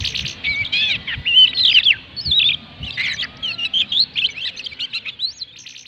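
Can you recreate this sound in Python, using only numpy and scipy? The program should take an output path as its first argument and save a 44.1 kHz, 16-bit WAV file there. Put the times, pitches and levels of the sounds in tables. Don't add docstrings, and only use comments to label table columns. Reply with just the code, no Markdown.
import sys
import numpy as np
from scipy import signal
from scipy.fft import rfft, irfft, next_fast_len
from scipy.io import wavfile
from scipy.ndimage import uniform_filter1d, minimum_filter1d, map_coordinates

SR = 44100
rng = np.random.default_rng(int(sys.argv[2]) if len(sys.argv) > 2 else 0)


def master(y):
    cut = np.clip(np.atleast_2d(y).T, -1, 1)
    pcm = np.round(cut * 32767)
    wavfile.write(sys.argv[1], SR, pcm.astype(np.int16))


N = 258861

# (time [s], wind before its gain [dB], hum [dB], leaf rustle [dB])
AIR_LEVELS = [(0, -38.5, -46, -42.5), (.46, -48.5, -41.5, -38), (1.8, -47.5, -45.5, -44),
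              (3.56, -48, -44.5, -43), (4.9, -57.5, -51, -46), (5.87, -63, -61.5, -58)]
# (time of peak [s], peak level [dB])
WIND_PUFFS = [(.02, -29), (0.242, -28), (0.502, -31.5), (0.629, -35), (0.978, -33), (1.19, -26.5),
              (2.287, -26), (2.833, -25)]
# (frequency [Hz], relative density [dB per Hz])
WIND_SPECTRUM = [(20, -37), (70, 0), (125, -3.5), (210, -13.5), (1000, -70)]
HUM_SPECTRUM = [(60, -15.5), (120, 3), (260, -2.5), (350, -7), (550, -7.5), (1000, -13), (1800, -25),
                (4000, -46.5), (9000, -79.5)]
RUSTLE_SPECTRUM = [(700, -22), (1600, -7), (3200, 0), (4300, -6), (5200, -27), (7000, -35), (9500, -48),
                   (15000, -53)]
# (time [s], base pitch [Hz], level [dB])
COCK_CROWS = [
    [(2.4, 633.5, -50), (3.1, 556.5, -51), (3.55, 684, -41), (3.8, 640, -57), (3.92, 600, -54)],
]
# (time [s], pitch [Hz], level [dB])
FAR_TONE = [(.86, 1987, -47.5), (1.7, 1975, -42.5)]
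# (frequency [Hz], t60 [s])
TREE_DECAY = [(3000, 0.7), (12000, 0.048)]

# (time [s], gain [dB])
BEAK_OPENING = [(0, 2.5), (.9, 0.5), (1.35, -5), (1.7, -3), (2.0, -4), (2.24, 12), (2.4, -17), (2.85, 8.5),
                (3.8, 4.5), (4.0, -2), (4.7, 9.5), (5.3, 1.5)]
# (frequency [Hz], gain [dB])
BEAK_RESPONSE = [(4500, 11.5), (5800, -2.5), (7600, -2), (9800, -21.5), (11500, -14), (16000, -12.5)]
WHISTLE_OVERTONES_DB = (-36.5, -43, -47.5)
# (frequency / resonance [ratio], gain [dB])
THROAT_RESPONSE = [(.3, -26), (.5, -20.5), (.75, 4.5), (1, 6.5), (1.25, 3), (1.7, -23.5), (2.2, -32),
                   (3.6, -64.5)]

# (start [s], end [s], level [dB])
CHATTER_STRETCHES = [(2.827, 3.249, -35.5), (3.821, 3.928, -34.5), (4.13, 5.161, -41), (5.42, 5.56, -40.5)]
# (start [s], from [Hz], to [Hz], level [dB])
FLICK_SWEEPS = [ (.850, 4510, 6610, -36.5), (1.512, 3620, 2100, -27.5), (2.904, 2520, 4470, -24.5),
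                (2.924, 4960, 3330, -31.5), (3.079, 2200, 4930, -27), (3.163, 5710, 2474, -33),
                (3.225, 2765, 5600, -26.5), (3.368, 4140, 6270, -42.5), (4.592, 5650, 2870, -29),
                (4.731, 2260, 5780, -39), (4.807, 4240, 2976, -22), ]
# (start [s], level [dB], upper voice level [dB])
TRILL_BURSTS = [(-.04, -20.5, -36.5), (.042, -19, -34.5), (.144, -19.5, -35), (0.249, -20.5, -35.5),
                (5.558, -38, -39.5), (5.659, -32, -42.5), (5.747, -34.5, -41), (5.852, -36.5, -42)]
# (time from part start [s], pitch [Hz], relative level [dB])
TRILL_LEAD_IN = [(-.022, 2600, -9.5), (-.007, 1800, -22.5), (0, 2000, -12.5)]
TRILL_UPSWEEP = [(0, 2100, -7), (.005, 2750, 0), (.014, 4800, -6)]
TRILL_STROKE = [(0, 4900, -5), (.004, 3650, -1), (.007, 2750, 1), (.0095, 2250, -14)]
TRILL_UPPER = [(0, 5700, -7), (.005, 6450, 1), (.014, 5100, -1)]
# (start [s], length [s], first, middle, last pitch before sag [Hz], level [dB], swell [dB],
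# throat resonance at start, at end [Hz], roughness [0-1])
NASAL_NOTES = [ (.435, .052, 1170, 1224, 1362, -23, -4, 3130, 2610, 0.89),
               (.722, 0.25, 779, 864, 781, -18.5, -5, 3320, 2730, 0.2),
               (1.069, 0.091, 1193, 964, 920, -23, -1, 2430, 2390, 0.35),
               (2.968, 0.18, 684, 741.6, 715, -31.5, -7, 2610, 2400, 0.823),
               (3.218, 0.043, 659, 656, 672, -23.5, 3.5, 2530, 1830, 0.37),
               (4.462, 0.045, 997, 862, 897, -26, 4, 3700, 3000, .6),
               (4.806, .056, 1450, 1500, 1950, -22.5, 0, 3050, 3100, .14),
               (4.937, .056, 1258, 1386, 1450, -22, -5, 3200, 3400, .24),
               (5.048, 0.06, 960, 1290, 1083, -25.5, 6, 2460, 3000, 0.44), ]
# (start [s], length [s], first, middle, last pitch [Hz], level [dB], swell [dB])
CHIRP_NOTES = [ (0.487, .068, 4010, 4060, 3500, -29.5, 1.5), (0.555, 0.02, 6020, 6020, 5870, -47.5, -7.5),
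               (0.62, 0.048, 2200, 3070, 4090, -34, 1), (0.645, .034, 4465, 3240, 4040, -27, -1),
               (0.771, .044, 4680, 5035, 4410, -35.5, 12.5), (0.819, 0.028, 3557, 3240, 3210, -20, -9.5),
               (0.898, 0.028, 3670, 3770, 4050, -20, 4), (1.38, .066, 4650, 4510, 4570, -36, 7.5),
               (1.47, 0.016, 4440, 2940, 3850, -19.5, -1.5), (1.488, .028, 3820, 3874, 3740, -26, -11.5),
               (1.53, 0.012, 2235, 2820, 4160, -27.5, -3.5), (1.541, .076, 4480, 4155, 4100, -21, 17),
               (1.568, 0.035, 2880, 3880, 2500, -24, -2), (1.691, .072, 4260, 4950, 4480, -28, 7.5),
               (1.738, .054, 3200, 2980, 2563, -8, 14), (1.778, .034, 3965, 3880, 3235, -22, -0.5),
               (1.786, 0.033, 2640, 2070, 1770, -30.5, -15), (1.83, 0.025, 2995, 4180, 4790, -23.5, -9.5),
               (2.438, 0.056, 3260, 3570, 3636, -14.5, -1.5), (2.828, .034, 2846, 3200, 4220, -31, -2.5),
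               (2.862, 0.046, 3280, 2750, 2630, -29, -5.5), (2.922, 0.041, 4080, 4840, 4360, -38.5, 3),
               (2.997, 0.027, 3760, 3934, 4190, -29.5, -4.5), (3.037, 0.046, 3690, 3240, 2550, -27.5, 1.5),
               (3.054, 0.032, 6960, 5520, 5580, -44, -3), (3.086, 0.041, 4370, 4030, 3885, -25.5, 10),
               (3.129, 0.039, 7000, 5880, 6220, -39, -5), (3.167, 0.016, 2490, 2310, 2350, -34, 5.5),
               (3.181, 0.025, 3300, 3266, 3380, -24, 19.5), (3.208, 0.022, 4060, 3266, 2690, -20, 2.5),
               (3.225, 0.022, 4630, 4440, 5070, -27.5, 8.5), (3.425, 0.099, 3370, 2950, 2587, -22, -3),
               (3.473, 0.08, 3910, 4414, 3875, -32, 2.5), (3.58, 0.074, 2955, 2787, 2970, -22.5, 7),
               (3.648, 0.029, 2725, 2620, 2590, -23, -11), (3.648, 0.021, 4080, 3910, 3940, -22.5, -2),
               (3.798, 0.041, 3276, 2614, 2485, -27, -3.5), (4.155, .028, 2390, 2714, 3770, -25.5, 15),
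               (4.287, 0.019, 2400, 2245, 2350, -28, -1), (4.303, .022, 5900, 6070, 6020, -40, -9.5),
               (4.34, 0.059, 1927, 2430, 2754, -33, 16.5), (4.446, 0.036, 3300, 4025, 3594, -23.5, 2.5),
               (4.453, 0.034, 1860, 1975, 1640, -33, -5), (4.563, 0.044, 5980, 6220, 5500, -44, -7),
               (4.571, .024, 3390, 4340, 3860, -34.5, -4.5), (4.593, 0.024, 3060, 2546, 2710, -30.5, -7),
               (4.64, .02, 3550, 4760, 4440, -30.5, -5), (4.659, 0.015, 4200, 3100, 3820, -23.5, 0.5),
               (4.708, 0.028, 2920, 2334, 2370, -34, 13), (4.79, 0.02, 2190, 2870, 4470, -30, 19.5),
               (4.928, 0.016, 2230, 2810, 3530, -27.5, 15), ]
# (start [s], length [s], first, middle, last centre pitch [Hz], level [dB], swell [dB],
# vibrato depth [Hz], vibrato rate [Hz])
WARBLE_NOTES = [ (1.614, .034, 3930, 3985, 3590, -18, 0, 149.5, 63.2),
                (1.645, .087, 3700, 3350, 2534, -14, -7.5, 377, 63.8),
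                (2.389, 0.046, 3220, 3050, 2990, -15, 1, 511, 32.7),
                (2.482, .068, 3364, 2840, 3850, -20, -4, 525, 37.65),
                (2.973, .05, 1980, 2040, 2150, -22, 5, 115, 152),
                (3.022, .128, 2330, 2142, 1887, -25, -8, 169.7, 77.3),
                (3.734, 0.053, 3123, 3146, 3250, -18, 5.5, 77.6, 88.3),
                (3.781, 0.043, 3276, 3344, 3190, -17, 4, 190.2, 87.1),
                (3.916, .073, 3246, 3363, 3790, -18.5, 1, 50.7, 129.8),
                (3.987, 0.054, 3760, 4236, 4240, -14.5, -7.5, 133.2, 59.1),
                (4.398, .054, 2630, 3180, 3230, -27, 2, 160, 51.4), ]
# (start [s], end [s], beat rate [Hz])
BEAT_SPANS = [(1.26, 1.298, 170.6), (1.912, 1.948, 192), (3.915, 3.94, 352), (3.962, 3.992, 170),
              (5.38, 5.422, 171)]
# (time [s], pitch [Hz], level [dB])
WHISTLE_CURVES = [
    [(0.455, 2290, -28), (0.471, 2230, -19.5), (0.513, 2305, -17), (0.541, 2195, -27.5),
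     (0.615, 2323, -16.5), (0.631, 2175, -28), (0.642, 2115, -34)],
    [(1.253, 1820, -35), (1.268, 2710, -17.5), (1.283, 2902, -18), (1.333, 2713, -15.5),
     (1.353, 2951, -16.5), (1.375, 3080, -6.5), (1.448, 3015, -7.5), (1.456, 2615, -14.5),
     (1.466, 2660, -22)],
    [(1.853, 3555, -20), (1.869, 3380, -8.5), (1.897, 2953, -12), (1.911, 2652, -8.5), (1.917, 2356, -15),
     (1.947, 1562, -33.5), (1.97, 1544, -35)],
    [(2.166, 4422, -30.5), (2.19, 4440, -23.5), (2.2, 4274, -25.5), (2.218, 5210, -35), (2.242, 5280, -40),
     (2.266, 4480, -19.5), (2.304, 4114, -24), (2.32, 3380, -15), (2.358, 3873, -17), (2.394, 3796, -7)],
    [(4.184, 2520, -16.5), (4.192, 3274, -16.5), (4.207, 3650, -25), (4.222, 2640, -20.5),
     (4.237, 2570, -21.5), (4.251, 3236, -9.5), (4.258, 2923, -15), (4.265, 4050, -19), (4.272, 4220, -23)],
    [(5.19, 2920, -32.5), (5.22, 3880, -23), (5.25, 4020, -15.5), (5.262, 4204, -25.5), (5.3, 4550, -28.5),
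     (5.342, 6590, -50), (5.376, 6670, -41.5), (5.402, 4830, -38.5), (5.42, 4074, -22), (5.433, 4024, -25)],
]

ATTACK_SHARE, RELEASE_S = .11, .003
NASAL_ATTACK_S, NASAL_RELEASE_S = .013, .014
SAG_SHARE, SAG_STEEPNESS = .38, 6.9
GAPE_FROM_HZ, GAPE_FULL_HZ = 3300, 7600
DRONE_HZ, DRONE_PEAK_DB = 257.4, -7.5
FLICK_S, BEAT_DEPTH, TOP_HZ = .007, .75, 15700


def amp(db):
    return 10 ** (np.asarray(db) / 20)


def unit(x):
    return x / np.sqrt(np.mean(x ** 2) + 1e-20)


def along(points, hz):
    f, v = np.transpose(points)
    return np.interp(np.log(hz + 1e-9), np.log(f), v)


def curves(rows):
    s, *cols = np.transpose(rows)
    return [np.interp(np.arange(N) / SR, s, c) for c in cols]


def gesture(rows):
    s, *cols = np.transpose(rows)
    t = s[0] + np.arange(int((s[-1] - s[0]) * SR) + 2) / SR
    return [t] + [np.interp(t, s, c) for c in cols]


def glide(start_s, length_s, first_hz, middle_hz, last_hz, db, swell_db, attack_s, release_s):
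    t = np.arange(int(length_s * SR)) / SR
    u = t / length_s
    bend_hz = 2 * middle_hz - first_hz - last_hz
    hz = first_hz + (last_hz - first_hz) * u + bend_hz * 2 * u * (1 - u)
    edges = np.clip(np.minimum(t / attack_s, (length_s - t) / release_s), 1e-3, 1)
    return start_s + t, hz, db + swell_db * (u - .5) + 20 * np.log10(edges)


def wobble(rate_hz, size):
    knots = rng.standard_normal(int(size * rate_hz / SR) + 4)
    return map_coordinates(knots, [np.arange(size) * rate_hz / SR])


def filtered(x, response):
    m = next_fast_len(N + SR // 2)
    return irfft(rfft(x, m) * response(np.fft.rfftfreq(m, 1 / SR)), m)[:N]


def noise(spectrum):
    return unit(filtered(rng.standard_normal(N), lambda hz: amp(along(spectrum, hz))))


def patchy(spectrum, patchy_db):
    z = signal.stft(noise(spectrum), nperseg=2048)[2]
    patches = uniform_filter1d(rng.standard_normal(z.shape), size=2, axis=0)
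    patches = unit(uniform_filter1d(patches, size=10, axis=1))
    return unit(signal.istft(z * amp(patchy_db * patches), nperseg=2048)[1][:N])


def add(track, t, note):
    i = round(t[0] * SR) + np.arange(len(t))
    inside = (i >= 0) & (i < N)
    ends = np.clip(np.minimum(t - t[0], t[-1] - t) / .001, 0, 1)
    track[i[inside]] += (note * np.sin(ends * np.pi / 2) ** 2)[inside]


def whistle(t, hz, db, bright_db=0.0, grain=.0087, glide_grain=.037, hiss_db=-60):
    size = len(t)
    hz = uniform_filter1d(hz, size=90)
    speed = np.abs(np.gradient(np.log(hz))) * SR
    flutter_db = (.3 + 2.1 * np.tanh(speed / 4)) * wobble(200, size)
    hz = hz * (1 + .004 * wobble(400, size))
    phase = 2 * np.pi * np.cumsum(hz) / SR
    roughness = grain + glide_grain * np.tanh(speed / 20)
    rough = wobble(2400, size) * np.sin(phase) + wobble(2400, size) * np.cos(phase)
    tone = np.sin(phase) + roughness * rough
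    upper = amp(hiss_db) * rng.standard_normal(size)
    for k, level_db in enumerate(WHISTLE_OVERTONES_DB, 2):
        ragged = np.sin(k * phase + .8 * wobble(900, size)) * (1 + .5 * wobble(400, size))
        overtone_db = level_db + bright_db + along(BEAK_RESPONSE, k * hz)
        upper = upper + amp(overtone_db) * ragged * (k * hz < SR / 2)
    gape_db = np.interp(t, *np.transpose(BEAK_OPENING))
    return np.sqrt(2) * (tone + amp(gape_db) * upper) * amp(db + flutter_db)


def scatter(t60_s):
    t = np.arange(SR // 2) / SR
    tail = rng.standard_normal(len(t)) * amp(-60 * t / t60_s) * (t > .0015)
    return tail / np.linalg.norm(tail)


def outdoors(wind_gain_db=2, puff_sigma_s=.02):
    wind_db, hum_db, rustle_db = curves(AIR_LEVELS)
    t = np.arange(N) / SR
    puffs = sum(amp(db) * np.exp(-((t - s) / puff_sigma_s) ** 2 / 2) for s, db in WIND_PUFFS)
    steady = amp(wind_db + wind_gain_db + .92 * wobble(2.8, N))
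    wind = np.hypot(steady, puffs) * noise(WIND_SPECTRUM)
    drone_gain = amp(DRONE_PEAK_DB + 4.1 * wobble(12, N))
    drone = drone_gain * np.sin(2 * np.pi * np.cumsum(DRONE_HZ + 1.5 * wobble(1.4, N)) / SR)
    hum = amp(hum_db) * (patchy(HUM_SPECTRUM, patchy_db=4.0) + drone)
    return wind + hum + amp(rustle_db) * patchy(RUSTLE_SPECTRUM, patchy_db=4.5)


def cock(harmonics_db=(-9, -3, -16)):
    out = np.zeros(N)
    for crow in COCK_CROWS:
        t, hz, db = gesture(crow)
        phase = 2 * np.pi * np.cumsum(hz * (1 + .0054 * wobble(110, len(t)))) / SR
        voice = sum(amp(level_db) * np.sin(k * phase) for k, level_db in enumerate(harmonics_db, 1))
        add(out, t, amp(db) * voice)
    return out


def far_whistle():
    out = np.zeros(N)
    t, hz, db = gesture(FAR_TONE)
    add(out, t, whistle(t, hz, db))
    return out


def surroundings(song, near_db=-17, trees_db=-27):
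    hz, s, z = signal.stft(rng.standard_normal(SR // 2), SR, nperseg=256)
    decay = amp(-60 * s / along(TREE_DECAY, hz)[:, None])
    tail = signal.istft(z * decay, SR, nperseg=256)[1][:SR // 2]
    near = scatter(t60_s=.035)
    echo = amp(near_db) * near + amp(trees_db) * tail / np.linalg.norm(tail)
    return signal.fftconvolve(song, echo)[:N]


def chatter(low_hz=2300, high_hz=4400, life_s=.043, per_s=28, shift_s=.0061):
    out = np.zeros(N)
    for start, end, db in CHATTER_STRETCHES:
        for s in np.linspace(start, end - life_s, int((end - start) * per_s)):
            shift, pitch, first, last, size = rng.uniform(-1.1, 1, 5)
            mid_hz = low_hz + (high_hz - low_hz) * (pitch + 1) / 2
            t, hz, swell_db = gesture([(0, mid_hz * (1 + .2 * first), -8),
                                       (life_s / 2, mid_hz, 0),
                                       (life_s, mid_hz * (1 + .2 * last), -8)])
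            note = whistle(s + t, hz, db + 3 * size + swell_db, grain=.18)
            add(out, s + shift_s * shift + t, note)
    return out


def flicks():
    out = np.zeros(N)
    for s, from_hz, to_hz, db in FLICK_SWEEPS:
        t, hz = gesture([(s, from_hz), (s + FLICK_S, to_hz)])
        add(out, t, whistle(t, hz, db) * np.hanning(len(t)) ** .5)
    return out


def trills(first_s=.014, period_s=.0154, fall_db=1.0, upper_start_s=.027, upper_fall_db=1.55, count=5):
    out = np.zeros(N)
    for s, db, upper_db in TRILL_BURSTS:
        parts = [(TRILL_LEAD_IN, s, db), (TRILL_UPSWEEP, s, db)]
        for i in range(count):
            parts.append((TRILL_STROKE, s + first_s + i * period_s, db - fall_db * i ** 2))
        for i in range(count - 1):
            parts.append((TRILL_UPPER, s + upper_start_s + i * period_s, upper_db - upper_fall_db * i))
        for shape, start, level_db in parts:
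            t, hz, swell_db = gesture(shape)
            late_s, sharp, louder_db = rng.normal(0, [.0006, .02, 1])
            t = t + start + late_s
            level_db = level_db + louder_db + swell_db
            add(out, t, whistle(t, hz * (1 + sharp), level_db, grain=.12, hiss_db=-35))
    return out + amp(-8.5) * signal.fftconvolve(out, scatter(t60_s=.13))[:N]


def nasals(jitter=.093, rasp=.99, uneven_db=3.5):
    out = np.zeros(N)
    k = np.arange(1, 17)[:, None]
    for *note, throat_start_hz, throat_end_hz, rough in NASAL_NOTES:
        t, hz, db = glide(*note, NASAL_ATTACK_S, NASAL_RELEASE_S)
        size = len(t)
        sag = 1 - SAG_SHARE * np.linspace(0, 1, size) ** SAG_STEEPNESS
        hz = hz * sag * (1 + jitter * rough * wobble(600, size))
        throat_hz = np.linspace(throat_start_hz, throat_end_hz, size)
        gape_share = along([(GAPE_FROM_HZ, 0), (GAPE_FULL_HZ, 1)], k * hz)
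        open_db = np.interp(t, *np.transpose(BEAK_OPENING)) * gape_share
        flutter_db = uneven_db * np.array([wobble(43.8, size) for _ in k])
        weights_db = along(THROAT_RESPONSE, k * hz / throat_hz) + open_db + flutter_db
        weights = amp(weights_db) * (k * hz < SR / 2)
        weights = weights / np.linalg.norm(weights, axis=0)
        uneven = 1 + rasp * rough * np.array([wobble(1100, size) for _ in k])
        stack = np.sum(weights * uneven * np.sin(2 * np.pi * k * np.cumsum(hz) / SR), axis=0)
        add(out, t, unit(stack) * amp(db))
    return out


def chirps():
    out = np.zeros(N)
    for note in CHIRP_NOTES:
        t, hz, db = glide(*note, ATTACK_SHARE * note[1], RELEASE_S)
        add(out, t, whistle(t, hz, db, bright_db=2, grain=.079, glide_grain=.12, hiss_db=-53.5))
    return out


def beating():
    out = np.ones(N)
    for start, end, rate_hz in BEAT_SPANS:
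        t = np.arange(start, end, 1 / SR)
        depth = BEAT_DEPTH * np.hanning(len(t)) ** .5
        add(out, t, depth * np.cos(2 * np.pi * rate_hz * (t - start)))
    return out


def warbles():
    out = np.zeros(N)
    for *note, depth_hz, rate_hz in WARBLE_NOTES:
        t, hz, db = glide(*note, ATTACK_SHARE * note[1], RELEASE_S)
        swing = np.cos(2 * np.pi * rate_hz * (t - t[0]))
        pulse_db = 6 * (swing ** 2 - .5)
        add(out, t, whistle(t, hz + depth_hz * swing, db + pulse_db, bright_db=3))
    return out


def whistles():
    out = np.zeros(N)
    for curve in WHISTLE_CURVES:
        t, hz, db = gesture(curve)
        add(out, t, whistle(t, hz, db))
    return out


def scene():
    song = (whistles() + warbles()) * beating()
    song = song + chirps() + flicks() + nasals() + trills() + chatter()
    return (song + surroundings(song) + far_whistle() + cock() + outdoors())[None]


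def record(dry):
    needed = np.minimum(1, .88 / (np.abs(dry[0]) + 1e-9))
    gain = uniform_filter1d(minimum_filter1d(needed, size=441), size=441)
    return filtered(dry[0] * gain, lambda hz: hz < TOP_HZ)[None]


dry = scene()
out = record(dry)
master(out)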